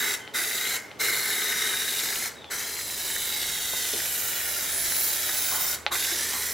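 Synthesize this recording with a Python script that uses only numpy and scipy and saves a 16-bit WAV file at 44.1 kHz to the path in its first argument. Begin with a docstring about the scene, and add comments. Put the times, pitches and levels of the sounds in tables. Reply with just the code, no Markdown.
"""Spray-painting a car's sill

An aerosol can with a clip-on trigger handle: two spurts, then long passes. Each press surges and
settles; the jet hisses and sputters, and the cap's hollows ring with it. The hand's distance from the
panel slides the reflections, opens the fizz and makes the nozzle whistle. After each release the gas
dies away and the trigger clicks; outdoor air, a low hum and a few knocks lie behind."""
import sys
import numpy as np
from scipy import signal
from scipy.fft import rfft, irfft, next_fast_len
from scipy.io import wavfile
from scipy.ndimage import uniform_filter1d, map_coordinates

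SR = 44100
rng = np.random.default_rng(int(sys.argv[2]) if len(sys.argv) > 2 else 0)


def inscribe(sig):
    """Save sig as 16-bit PCM at rate SR to the path in sys.argv[1].

    A 1-D sig is mono; a 2-D sig holds one channel per row.
    Samples are clipped to [-1, 1] before scaling.
    """
    pcm = np.round(np.clip(np.atleast_2d(sig).T, -1, 1) * 32767)
    wavfile.write(sys.argv[1], SR, pcm.astype(np.int16))


N = 287973
T = np.arange(N) / SR


def amp(db):
    return 10 ** (np.asarray(db) / 20)


def unit(x):
    return x / np.sqrt(np.mean(x ** 2) + 1e-20)


def curve_at(points, hz):
    """A curve joined by straight lines on a log-frequency axis."""
    f, value = np.transpose(points)
    return np.interp(np.log(hz + 1), np.log(f), value)


def automation(rows):
    """One lane per column after the time, ramped between breakpoints."""
    times, *columns = np.transpose(rows)
    return [np.interp(T, times, column) for column in columns]


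def drift(hz):
    """Smooth random modulation of rms 1, no faster than about hz."""
    f = np.fft.rfftfreq(N, 1 / SR)
    return unit(irfft(rfft(rng.standard_normal(N)) * np.exp(-(f / hz) ** 2) * (f > 0), N))


def resonate(x, hz, width):
    """A steep resonance that tracks hz; rms 1."""
    turn = np.exp(2j * np.pi * np.cumsum(hz * np.ones(N)) / SR)
    pole = np.exp(-np.pi * width / SR)
    return unit((turn * signal.lfilter([1], [1, -2 * pole, pole * pole], x / turn)).real)


# Stereo image of the noise: f/Hz, left-right correlation
CORRELATION = [(60, 0.71), (150, 0.52), (400, 0.77), (1000, 0.67), (1800, 0.73), (2800, 0.92), (4000, 1),
               (6500, 0.52), (9800, 0.52), (12000, 0.62), (14000, 1)]
def noise(spectrum=((20, 0), (20000, 0))):
    """Coloured stereo noise, partly alike left and right; rms 1."""
    size = next_fast_len(N)
    f = np.fft.rfftfreq(size, 1 / SR)
    mid, side = rfft(rng.standard_normal((2, size)))
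    alike = np.clip(curve_at(CORRELATION, f), -1, 1)
    mid, side = mid * np.sqrt(1 + alike), side * np.sqrt(1 - alike)
    return unit(irfft(np.array([mid + side, mid - side]) * amp(curve_at(spectrum, f)), size)[:, :N])


# Presses of the valve: open t/s, shut t/s, surge-to-sag time/s
VALVE_PRESSES = [(-.05, 0.146, 0.62), (0.335, 0.763, 0.19), (0.989, 2.275, 0.36), (2.498, 5.745, 0.33),
                 (5.909, 6.996, 0.14)]
def valve(rise_s, drop_db, bleed_db_per_s):
    """Flow envelope: a fast attack, a drop on release, then the gas in the stem bleeds away."""
    flow = np.zeros(N)
    for opens, shuts, _ in VALVE_PRESSES:
        after = np.maximum(T - shuts, 0)
        fall_db = drop_db * (1 - np.exp(-after / 0.018)) + bleed_db_per_s * after
        flow = np.maximum(flow, np.clip((T - opens) / rise_s, 0, 1) * amp(-fall_db))
    return flow


def surge(settle_sags=1.23):
    """Every press surges, sags and settles: a damped swing from 1 to 0."""
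    swing = np.zeros(N)
    for opens, _, sag_s in VALVE_PRESSES:
        age = (T[T >= opens] - opens) / sag_s
        swing[T >= opens] = np.cos(np.pi * age) * np.exp(-age / settle_sags)
    return swing


def puffs(rise_s=0.022, t60=0.25):
    """The first gas of each press blows a short hollow puff through the cap."""
    envelope = sum(np.clip((T - opens) / rise_s, 0, 1) * amp(-60 * np.maximum(T - opens, 0) / t60)
                   for opens, _, _ in VALVE_PRESSES)
    return amp(-33.5) * envelope * resonate(noise(), hz=1450, width=350)


def spits(per_s=110, size_spread_db=5.5):
    """Blobs of paint tear off the nozzle at random, each a tiny dull pop."""
    out, t = np.zeros(N), np.arange(400) / SR
    pitches = np.geomspace(1900, 7000, 8)
    for hz in pitches:
        hits = rng.random(N) < per_s / len(pitches) / SR
        sizes = amp(size_spread_db * np.minimum(rng.exponential(1, N), 2.5))
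        pop = np.sin(2 * np.pi * hz * t) * t * np.exp(-t * hz / 0.71) * hz
        out += signal.oaconvolve(hits * sizes, pop)[:N]
    return unit(out)


def streaks(x, depth_db):
    """The jet meets creases and edges, so narrow patches of its spectrum swell and fade."""
    frames = dict(nperseg=1024, noverlap=768)
    spectra = signal.stft(x, **frames)[2]
    patches = rng.standard_normal(spectra.shape[1:])
    for _ in range(2):
        patches = uniform_filter1d(uniform_filter1d(patches, size=6, axis=0), size=24, axis=1)
    gain = unit(amp(depth_db * unit(patches)))
    return signal.istft(spectra * gain, **frames)[1][:, :N]


# Tone of the jet: f/Hz, relative level/dB
JET_EQ = [(100, -31), (260, -32), (430, -21), (560, -0.5), (950, -8), (1180, -7.5), (1500, -3.5),
          (2600, -3), (3400, 0), (4700, 2), (6200, 4), (7600, 4), (9300, -2), (12000, -13)]
def jet(level_db):
    """The body of the hiss: turbulent gas flecked with spits of paint."""
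    hiss = amp(level_db) * (amp(1.5) * noise(JET_EQ) + amp(-9.5) * spits())
    return streaks(hiss, depth_db=1.7) * valve(rise_s=0.02, drop_db=6.5, bleed_db_per_s=156)


# Tone of the droplets: f/Hz, relative level/dB
FIZZ_EQ = [(7000, -12), (9600, -3), (10300, 2), (11000, 3.5), (12200, 1), (12750, -1.5), (13500, -1.5),
           (15000, -1), (16000, -14)]
def fizz(level_db):
    """Droplets breaking up put a bright top on the hiss."""
    mist = amp(level_db) * noise(FIZZ_EQ)
    return streaks(mist, depth_db=2.5) * valve(rise_s=0.027, drop_db=12.5, bleed_db_per_s=165)


# Cavities of the cap and handle: f/Hz, width/Hz, relative level/dB
CAP_MODES = [(244.3, 29, -12.5), (429, 180, -8), (1486, 320, 2), (1814, 340, -0.5), (2082, 400, 4)]
def hollows(level_db, flutter_hz=49.77):
    """The jet rings the cap's hollows, fluttering as paint leaves in uneven slugs."""
    ring = unit(sum(amp(db) * resonate(noise(), hz, width) for hz, width, db in CAP_MODES))
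    flutter_db = 1.5 * np.sin(2 * np.pi * np.cumsum(flutter_hz * (1 + 0.299 * drift(24.9))) / SR)
    return amp(level_db + flutter_db) * ring * valve(rise_s=0.016, drop_db=5.5, bleed_db_per_s=80)


def whistle(path_cm, best_cm=19, leeway_cm=2.64, choke_db_per_cm=0.4, sharp_hz_per_cm=90):
    """A breathy nozzle whistle peaks at one distance from the panel; closer in, it chokes and goes sharp."""
    too_close_cm = np.maximum(best_cm - path_cm, 0)
    off_best = 1 - np.exp(-((path_cm - best_cm) / leeway_cm) ** 2)
    level_db = -2.5 - 9 * off_best - choke_db_per_cm * too_close_cm
    return amp(level_db) * resonate(noise(), hz=3778 + sharp_hz_per_cm * too_close_cm, width=380)


FAR_CM = 23  # extra path by way of the panel at the far end of the sweep
# The gap between can and car at that far end: f/Hz, width/Hz, relative level/dB
GAP_MODES = [(7500, 730, -10), (10400, 290, -4.5), (12100, 630, -10), (13250, 750, -8.5), (14250, 750, -6),
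             (15200, 900, -7.5)]
def gap(path_cm, stretch, waver=0.011, flicker_db=4.8, db_per_cm=3.1):
    """Turbulence rings the gap in narrow, unsteady bands that sink and grow as the arm reaches out."""
    gas, rings = noise(), np.zeros((2, N))
    for hz, width, db in GAP_MODES:
        gain = amp(db + flicker_db * drift(3.7))
        rings += gain * resonate(gas, hz / stretch * (1 + waver * drift(2.8)), width)
    return amp(db_per_cm * (path_cm - FAR_CM)) * rings


def widen(x, side_db):
    """Stereo width: a gain on the side signal."""
    mid = x.mean(0)
    return mid + amp(side_db) * (x - mid)


def panel(x, stretch, strength=0.22, sway=0.0496, taps=6):
    """Early reflections off panel and ground move with the hand, sliding a comb through the hiss."""
    out = x.copy()
    for k, delay in enumerate(np.geomspace(.0012, .0095, taps)):
        read_at = (T - delay * stretch * (1 + sway * drift(0.88))) * SR
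        reflection = np.array([map_coordinates(channel, [read_at], order=2) for channel in x])
        out += (-1) ** k * strength * reflection
    return out / np.sqrt(1 + taps * strength ** 2)


# The hand's sweep: t/s, extra path by way of the panel/cm, hiss base level/dB, hollows base level/dB
HAND_SWEEP = [(0, 19.1, -33.5, -33), (.5, 20.5, -34, -34.5), (.7, 17.5, -32.5, -34),
              (1.45, 18.7, -32.5, -31), (1.95, 18.2, -32.5, -36.5), (2.27, 15.7, -34, -36.5),
              (2.75, 14.8, -37, -42.5), (3.04, 17.4, -34.5, -45.5), (3.33, 20, -34.5, -41),
              (3.8, 20.3, -33.5, -41), (4.05, 22.4, -34, -42), (4.35, 22.55, -35.5, -39.5),
              (5.0, 23.3, -34, -40), (5.72, 22.6, -33, -39), (6.07, 18.8, -32.5, -37.5),
              (6.27, 15.5, -33, -38), (6.53, 15, -34, -39.5)]
def spray():
    """Jet, fizz and the resonances they blow ride the hand's sweep; paint makes the flow sputter."""
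    path_cm, hiss_db, hollow_db = automation(HAND_SWEEP)
    reach_cm = path_cm - 18.9  # from mid sweep; reaching out opens the fizz and the stereo width
    stretch = (path_cm / FAR_CM) ** 0.5465
    surge_db = surge()  # 1 dB on the jet, deeper on the whistle and hollows
    hiss = jet(hiss_db + surge_db) + fizz(hiss_db + 0.75 + 0.24 * reach_cm)
    tones = amp(2 * surge_db) * whistle(path_cm) + gap(path_cm, stretch)
    hiss += amp(hiss_db) * tones * valve(rise_s=0.013, drop_db=17, bleed_db_per_s=125)
    hiss = widen(hiss, side_db=-4 + 1.1 * reach_cm)
    hiss += hollows(hollow_db + 3.5 * surge_db)
    sputter_db = drift(166) + 0.23 * drift(2.7)
    return panel(hiss * amp(sputter_db), stretch)


# Tone of the open air: f/Hz, relative level/dB
AIR_EQ = [(20, -33), (45, -27), (100, -1), (200, -3.5), (420, .5), (800, -3), (1200, -7), (2000, -14.5),
          (3000, -12.5), (6000, -19.5), (15000, -34)]
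def air():
    """A steady, dark bed of outdoor air."""
    return amp(-47.5) * noise(AIR_EQ)


# Partials of the machine: f/Hz, base level/dB
HUM_PARTIALS = [(32.3, -93), (75.2, -60), (105, -97)]
# Fader ride on the hum: t/s, gain/dB
HUM_FADER = [(0, -15), (2.5, -3), (3.05, 1), (6.53, 5)]
def hum(wander_hz=1.13):
    """A distant machine's low hum fades up, its pitch wandering a little."""
    out = np.zeros(N)
    for hz, db in HUM_PARTIALS:
        phase = 2 * np.pi * np.cumsum(hz + wander_hz * drift(4.7)) / SR
        out += amp(db) * np.sqrt(2) * np.sin(phase)
    return out * amp(automation(HUM_FADER)[0])


# Gliding tones: faint whistles of escaping gas, and two gap bands that sink as the arm reaches out: t/s,
# length/s, start f/Hz, end f/Hz, level/dB
GLIDING_TONES = [(0.16, 0.17, 3170, 3080, -51), (2.346, 0.18, 3900, 3300, -51), (3.2, 1.47, 3400, 2800, -44),
                 (3.53, 0.59, 6270, 6050, -43), (4.848, 0.67, 4120, 3700, -42)]
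def gliding_tones():
    """Faint tones swell and fade as they glide down: gas whistles after a release or in mid pass, and gap bands
    sinking as the arm reaches out."""
    out, gas = np.zeros((2, N)), noise()
    for start, length, start_hz, end_hz, db in GLIDING_TONES:
        progress = np.clip((T - start) / length, 0, 1)
        swell = np.sqrt(4 * progress * (1 - progress))
        out += amp(db) * swell * resonate(gas, start_hz + (end_hz - start_hz) * progress, width=260)
    return out


# Clicks of the trigger: t/s, dry peak level/dB, base t60/s
TRIGGER_CLICKS = [(0.2769, -23, 0.027), (.915, -25.5, 0.04), (2.444, -24.5, 0.035), (5.8648, -4.5, 0.015)]
# Ring of the plastic handle: f/Hz, relative level/dB, factor on t60
HANDLE_MODES = [(845, -3.5, 3.2), (1230, -25, 0.89), (1560, -7, 0.91), (2120, -2, 0.92), (2500, 5, 0.33),
                (2960, 18.5, 0.095), (3630, 5, 0.35), (4060, 7.5, 0.25), (5650, 1, 0.62)]
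def trigger(echo_db=-5.5, echo_t60=0.1, samples=6000):
    """Each click rings the plastic handle; the car body and ground scatter it back."""
    clicks, t = np.zeros(N), np.arange(samples) / SR
    # a small, soft part gives little bass or top
    band = signal.butter(3, [500, 4400], "bandpass", fs=SR, output="sos")
    for start, peak_db, t60 in TRIGGER_CLICKS:
        ring = sum(amp(db - 60 * t / (t60 * factor)) * np.sin(2 * np.pi * hz * t)
                   for hz, db, factor in HANDLE_MODES)
        ring = signal.sosfilt(band, ring)
        clicks[round(start * SR):][:samples] += amp(peak_db) * ring / abs(ring).max()
    scatter = noise()[:, :samples] * amp(-60 * t / echo_t60) * (t > .002)
    scatter *= 1 + 0.29 * np.exp(-((t - .0135) / 0.00077) ** 2)  # the return off the door
    scatter /= np.linalg.norm(scatter[0])
    return clicks + amp(echo_db) * signal.oaconvolve(clicks[None], scatter, axes=1)[:, :N]


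# Small noises around the painter, and a stronger puff as the last press opens (5.903 s): t/s, f/Hz, width/Hz,
# level/dB, attack/s, t60/s
KNOCK_CUES = [(3.733, 610, 1000, -33.5, 0.004, 0.055), (3.933, 396, 220, -33, 0.0031, 0.22),
              (5.49, 1060, 650, -36.5, 0.046, 1), (5.903, 1120, 890, -30, 0.021, 0.17),
              (6.114, 328, 119, -45, 0.0052, 0.88), (6.31, 1050, 700, -38, 0.029, 0.37)]
def knocks():
    """Dull knocks and scuffs, and one puff of gas as a press opens: soft bursts of band noise that die away."""
    out, grit = np.zeros((2, N)), noise()
    for start, hz, width, db, attack, t60 in KNOCK_CUES:
        envelope = np.clip((T - start) / attack, 0, 1) * amp(-60 * np.maximum(T - start - attack, 0) / t60)
        out += amp(db) * envelope * resonate(grit, hz, width)
    return out


# Pan of the can: t/s, left minus right level/dB
CAN_PAN = [(0, -0.1), (2.6, 0.8), (3.1, -0.8), (6.53, -1.4)]
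def scene():
    """The can, a little off centre, with air, hum and knocks around it."""
    can = puffs() + spray() + gliding_tones() + trigger()
    pan = amp(np.outer([.5, -.5], automation(CAN_PAN)[0]))
    return can * pan + air() + hum() + knocks()


def record(dry):
    """A steep high cut on the whole mix."""
    high_cut = signal.firwin(511, 15900, window=("kaiser", 9), fs=SR)
    return signal.oaconvolve(dry, high_cut[None], "same")


dry = scene()
out = record(dry)
inscribe(out)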